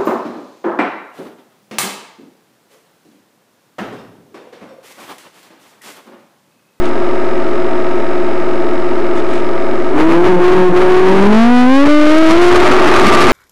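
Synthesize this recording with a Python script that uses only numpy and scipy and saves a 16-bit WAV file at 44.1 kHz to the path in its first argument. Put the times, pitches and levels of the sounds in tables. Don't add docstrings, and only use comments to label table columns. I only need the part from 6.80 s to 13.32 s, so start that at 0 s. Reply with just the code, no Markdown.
import sys
import numpy as np
from scipy import signal
from scipy.fft import rfft, irfft
from scipy.io import wavfile
from scipy.ndimage import uniform_filter1d

SR = 44100
rng = np.random.default_rng(int(sys.argv[2]) if len(sys.argv) > 2 else 0)


def dump_mix(stems):
    frames = np.atleast_2d(stems).T
    limited = np.clip(frames, -1, 1)
    pcm = np.round(limited * 32767).astype(np.int16)
    wavfile.write(sys.argv[1], SR, pcm)


N = 287532
T = np.arange(N) / SR

# time_s, shaft_hz
SPEED_CURVE = [(3.08, 135.2), (3.16, 149.3), (3.3, 165.7), (3.5, 183.2), (3.6, 176.4), (3.77, 185.7),
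               (3.92, 178.3), (4.02, 182.9), (4.2, 184), (4.4, 193.6), (4.71, 244.5), (4.86, 251.3),
               (4.98, 275.6), (5.12, 296.7), (5.26, 300.5), (5.41, 320.5), (5.5, 322), (5.6, 351.5),
               (5.95, 365.3)]
# shaft_hz, level_db
HUM_BY_SPEED = [(135, -55), (150, -26), (182, -24.5), (188, -6.5), (195, -1), (228, 9.5), (290, 3),
                (356, 4), (366, -10)]
# shaft_hz, level_db
BLADE_BY_SPEED = [(135, -48), (143, -16.5), (160, -2.5), (215, 2.5), (238, -10.5), (272, 0), (322, -1.5),
                  (352, -4.5), (366, -26)]
# start_s, end_s, rise_db
HUM_SWELL_EVENTS = [(3.24, 3.41, 11), (3.47, 3.6, 14), (3.77, 3.94, 14)]
# start_s, end_s, change_db
BLADE_DIP_EVENTS = [(3.425, 3.45, -8.5), (3.565, 3.595, -18), (3.9, 3.93, -17), (4.48, 4.515, -6.5),
                    (4.595, 4.69, -30), (5.045, 5.075, -15), (5.56, 5.6, -22)]
# start_s, end_s, rise_db over the steady rush
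GUST_EVENTS = [(3.175, 3.235, 14), (3.28, 3.355, 10.5), (3.425, 3.51, 11.5), (3.61, 3.79, 9.5),
               (3.95, 4.475, 10), (5.04, 5.13, 5), (5.22, 5.33, 3.5)]
# freq_hz, gain_db
FRAME_RESPONSE = [(40, -37.5), (170, -24), (235, -3), (350, 7), (420, 5), (480, -9.5), (640, -3.5),
                  (780, -9), (900, -4.5), (1030, -15.5), (1210, -5.5), (1550, -15), (2200, -16),
                  (3200, -29.5), (6000, -37.5), (11500, -47)]
# lead_multiple, slow_multiple, level_db
LOAD_OVERTONES = [(0, 2, -10), (3, 0, 2), (5, 0, -10)]
# lead_multiple, slow_multiple, level_db
IDLE_CHATTER = [(1, 0, -35.5), (0, 2, -30), (1, 1, -35.5), (2, 0, -31.5), (-1, 4, -27.5), (0, 3, -18),
                (1, 2, -38), (2, 1, -55), (3, 0, -41), (4, -1, -34), (5, -2, -58), (4, 0, -29.5),
                (5, -1, -31), (0, 5, -40), (2, 3, -67), (3, 2, -29), (4, 1, -28), (5, 0, -39),
                (0, 6, -33.5), (5, 2, -37), (6, 1, -37.5), (7, 0, -36.5), (0, 10, -41), (1, 9, -41),
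                (6, 4, -32.5), (12, 0, -42.5)]
# lead_multiple, slow_multiple, level_db
COMMUTATION_WHINE = [(0, 28, -57), (0, 42, -50)]
# freq_hz, width_hz, relative_db
SERVO_MODES = [(930, 430, -9), (1820, 155, 7), (2284, 210, 6.5), (2700, 370, 1.5), (3760, 220, 1),
               (4120, 150, -17), (5240, 160, -7), (7200, 300, -38)]
# start_s, end_s, level_db
SERVO_MOVES = [(0.016, 0.095, -35), (2.353, 2.41, -31), (2.473, 2.612, -33)]
# freq_hz, gain_db
RASP_RESPONSE = [(1500, 5.5), (3500, 4), (5000, -5.5), (7000, -7), (9200, -10), (10200, -24)]
# time_s, level_db
ROLL_CURVE = [(4.9, -28), (5.1, -53), (5.5, -13), (5.9, -15), (6.2, -7), (6.35, -1), (6.52, -1)]
# freq_hz, width_hz, relative_db
UNDERCARRIAGE_MODES = [(136.87, 110, -9), (241.1, 144, 1.5), (590, 40, -10), (1180, 84, 4),
                       (2129, 250, -8.5)]
# time_s, level_db
WHEEL_JOLTS = [(4.534, -10.5), (5.074, -2), (5.249, -11.5), (5.503, -0.5), (5.921, -2), (6.28, -1),
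               (6.436, -13)]
# freq_hz, gain_db
MIC_RESPONSE = [(100, -1), (1000, 0), (2500, -1), (5000, -2), (8000, -3.5), (11500, -2), (13300, -15),
                (15800, -14)]

SLOW_RATIO = 119.2 / 135
STANDING_RUSH_DB, RUN_RUSH_RISE_DB = -15.5, 12.5
RUN_START_S, RUN_LENGTH_S = 4.97, 0.75
MIC_TOP_HZ = 15800


def undb(db):
    return 10 ** (np.asarray(db) / 20)


def unit(x):
    return x / np.std(x)


def curve(table):
    return np.interp(T, *np.transpose(table))


def colour(x, response):
    hz, gain_db = np.transpose(response)
    bin_hz = np.maximum(np.fft.rfftfreq(N * 2, 1 / SR), 1)
    gain = undb(np.interp(np.log(bin_hz), np.log(hz), gain_db))
    return irfft(rfft(x, N * 2) * gain)[:N]


def ring(x, hz, width_hz):
    return signal.lfilter(*signal.iirpeak(hz, hz / width_hz, fs=SR), x)


def walk(rate_hz):
    width = max(int(SR / rate_hz), 2)
    smooth = uniform_filter1d(rng.standard_normal(N), width, mode="wrap")
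    return unit(uniform_filter1d(smooth, width, mode="wrap"))


def angle(hz):
    return 2 * np.pi * np.cumsum(hz) / SR


def swells(table, edge_s):
    level_db = 0
    for start_s, end_s, change_db in table:
        inside_s = np.minimum(T - start_s, end_s - T)
        level_db = level_db + change_db * np.clip(0.5 + inside_s / edge_s, 0, 1)
    return level_db


def tones(table, lead, slow, flutter_db):
    out = 0
    for lead_multiple, slow_multiple, level_db in table:
        phase = round(lead_multiple) * lead + round(slow_multiple) * slow + rng.uniform(0, 2 * np.pi)
        gain = undb(level_db + flutter_db * walk(16))
        out = out + gain * np.sqrt(2) * np.sin(phase)
    return out


def shaking(shaft_hz):
    hum_db = np.interp(shaft_hz, *np.transpose(HUM_BY_SPEED)) + swells(HUM_SWELL_EVENTS, edge_s=0.054)
    blade_db = np.interp(shaft_hz, *np.transpose(BLADE_BY_SPEED)) + swells(BLADE_DIP_EVENTS, edge_s=0.023)
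    run = np.clip((T - RUN_START_S) / RUN_LENGTH_S, 0, 1)
    rush_db = STANDING_RUSH_DB + RUN_RUSH_RISE_DB * run + swells(GUST_EVENTS, edge_s=0.064)
    return hum_db, blade_db, rush_db


def air_rush(lead, load, pulling, brighten=0.73, chop=0.16, gust_db=1.5, idle_air_db=-1):
    air = unit(colour(rng.standard_normal(N), FRAME_RESPONSE))
    air = unit(air + brighten * load * ring(air, 1420, 2020))
    level_db = gust_db * pulling * walk(53) + idle_air_db * (1 - pulling)
    return air * (1 + chop * np.cos(lead)) * undb(level_db)


def motors(idle_hz=135, lead_wander=0.001635, slow_wander=0.00312,
           blade_lag_rad=1.547, lag_per_load_rad=-0.94, sway_rad=0.35,
           overtone_db=-8, overtone_growth=0.2, settle_db=18):
    shaft_hz = curve(SPEED_CURVE)
    hum_db, blade_db, rush_db = shaking(shaft_hz)
    load = np.clip(shaft_hz / idle_hz - 1, 0, None)
    pulling = np.tanh(6 * load)
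    lead = angle(shaft_hz * (1 + lead_wander * walk(8.63)))
    slow = angle(shaft_hz * SLOW_RATIO * (1 + slow_wander * walk(7.45)))

    slip_rad = blade_lag_rad + lag_per_load_rad * load + sway_rad * pulling * walk(14.4)
    hum = np.sqrt(2) * undb(hum_db) * np.cos(lead)
    blade = np.sqrt(2) * undb(blade_db) * np.cos(2 * lead + slip_rad)
    air = undb(rush_db) * air_rush(lead, load, pulling)

    overtones = colour(tones(LOAD_OVERTONES, lead, slow, flutter_db=4.5), FRAME_RESPONSE)
    overtones = pulling * undb(overtone_db + overtone_growth * hum_db) * overtones
    chatter = undb(-settle_db * load) * tones(IDLE_CHATTER, lead, slow, flutter_db=0.2)
    whine = (1 - pulling) ** 2 * tones(COMMUTATION_WHINE, lead, slow, flutter_db=0.0)
    return hum + blade + overtones + air + chatter + whine


def servos(control_hz=45, buzz_db=-37, grit_db=3):
    tick_at = np.arange(0, N - 1, SR / control_hz).astype(int)
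    ticks = np.zeros(N)
    ticks[tick_at] = undb(rng.uniform(-1.3, 1, len(tick_at)))
    buzz = 0
    for hz, width_hz, relative_db in SERVO_MODES:
        buzz = buzz + undb(relative_db) * ring(ring(ticks, hz, width_hz), hz, 2 * width_hz)

    moving = sum(undb(db) * ((T > start_s) & (T < end_s)) for start_s, end_s, db in SERVO_MOVES)
    rasp = unit(colour(rng.standard_normal(N), RASP_RESPONSE) * undb(grit_db * walk(160)))
    return undb(buzz_db) * unit(buzz) + uniform_filter1d(moving, size=400) * rasp


def controllers(switch_hz=7590, whistle_db=-64):
    return undb(whistle_db) * np.sqrt(2) * np.sin(2 * np.pi * switch_hz * T)


def wheels(knocks_per_s=400, spread_db=4, jolt_s=0.015):
    force = undb(curve(ROLL_CURVE)) * (T > ROLL_CURVE[0][0])
    for time_s, level_db in WHEEL_JOLTS:
        force = force + undb(level_db) * np.exp(-((T - time_s) / jolt_s) ** 2)

    size = undb(spread_db * np.minimum(rng.exponential(size=N), 3))
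    size = size * np.sign(rng.standard_normal(N))
    knocks = size * (rng.random(N) < knocks_per_s / SR)
    ringing = 0
    for hz, width_hz, relative_db in UNDERCARRIAGE_MODES:
        ringing = ringing + undb(relative_db) * ring(ring(knocks, hz, width_hz), hz, 3 * width_hz)
    return force * unit(ringing)


def grass(flicks_per_s=45, decay_s=0.0035, spread_db=4, flick_db=-10, growth=0.58):
    size = undb(spread_db * np.minimum(rng.exponential(size=N), 2.5))
    flicks = (rng.random(N) < flicks_per_s / SR) * size
    bursts = signal.lfilter([1], [1, -np.exp(-1 / (decay_s * SR))], flicks)
    swish = unit(ring(ring(rng.standard_normal(N), 1570, 930), 1860, 2300))
    level = undb(flick_db + growth * curve(ROLL_CURVE)) * (T > RUN_START_S)
    return level * unit(bursts * swish)


def scene():
    return (motors() + servos() + controllers() + wheels() + grass())[None]


def overload(x, floor=0.28, ceiling=0.72, leak=0.0065, sag=0.056, fizz_db=-40):
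    x = x - sag * uniform_filter1d(np.abs(x), size=2000)
    fine = signal.resample_poly(x, up=4, down=1)
    up = np.maximum(fine, 0)
    down = np.clip(fine, -floor, 0)
    clipped = down + ceiling * np.tanh(up / ceiling) + leak * up
    out = signal.resample_poly(clipped, up=1, down=4)
    fizz = unit(ring(rng.standard_normal(N), 5200, 4000))
    return out + undb(fizz_db) * fizz * (np.maximum(out, 0) / ceiling) ** 2


def record(dry):
    offset = -0.44
    heard = colour(overload(dry[0]), MIC_RESPONSE)
    low_pass = signal.ellip(8, 0.2, 70, MIC_TOP_HZ, fs=SR, output="sos")
    return offset + signal.sosfilt(low_pass, heard)[None]


dry = scene()
out = record(dry)
dump_mix(out)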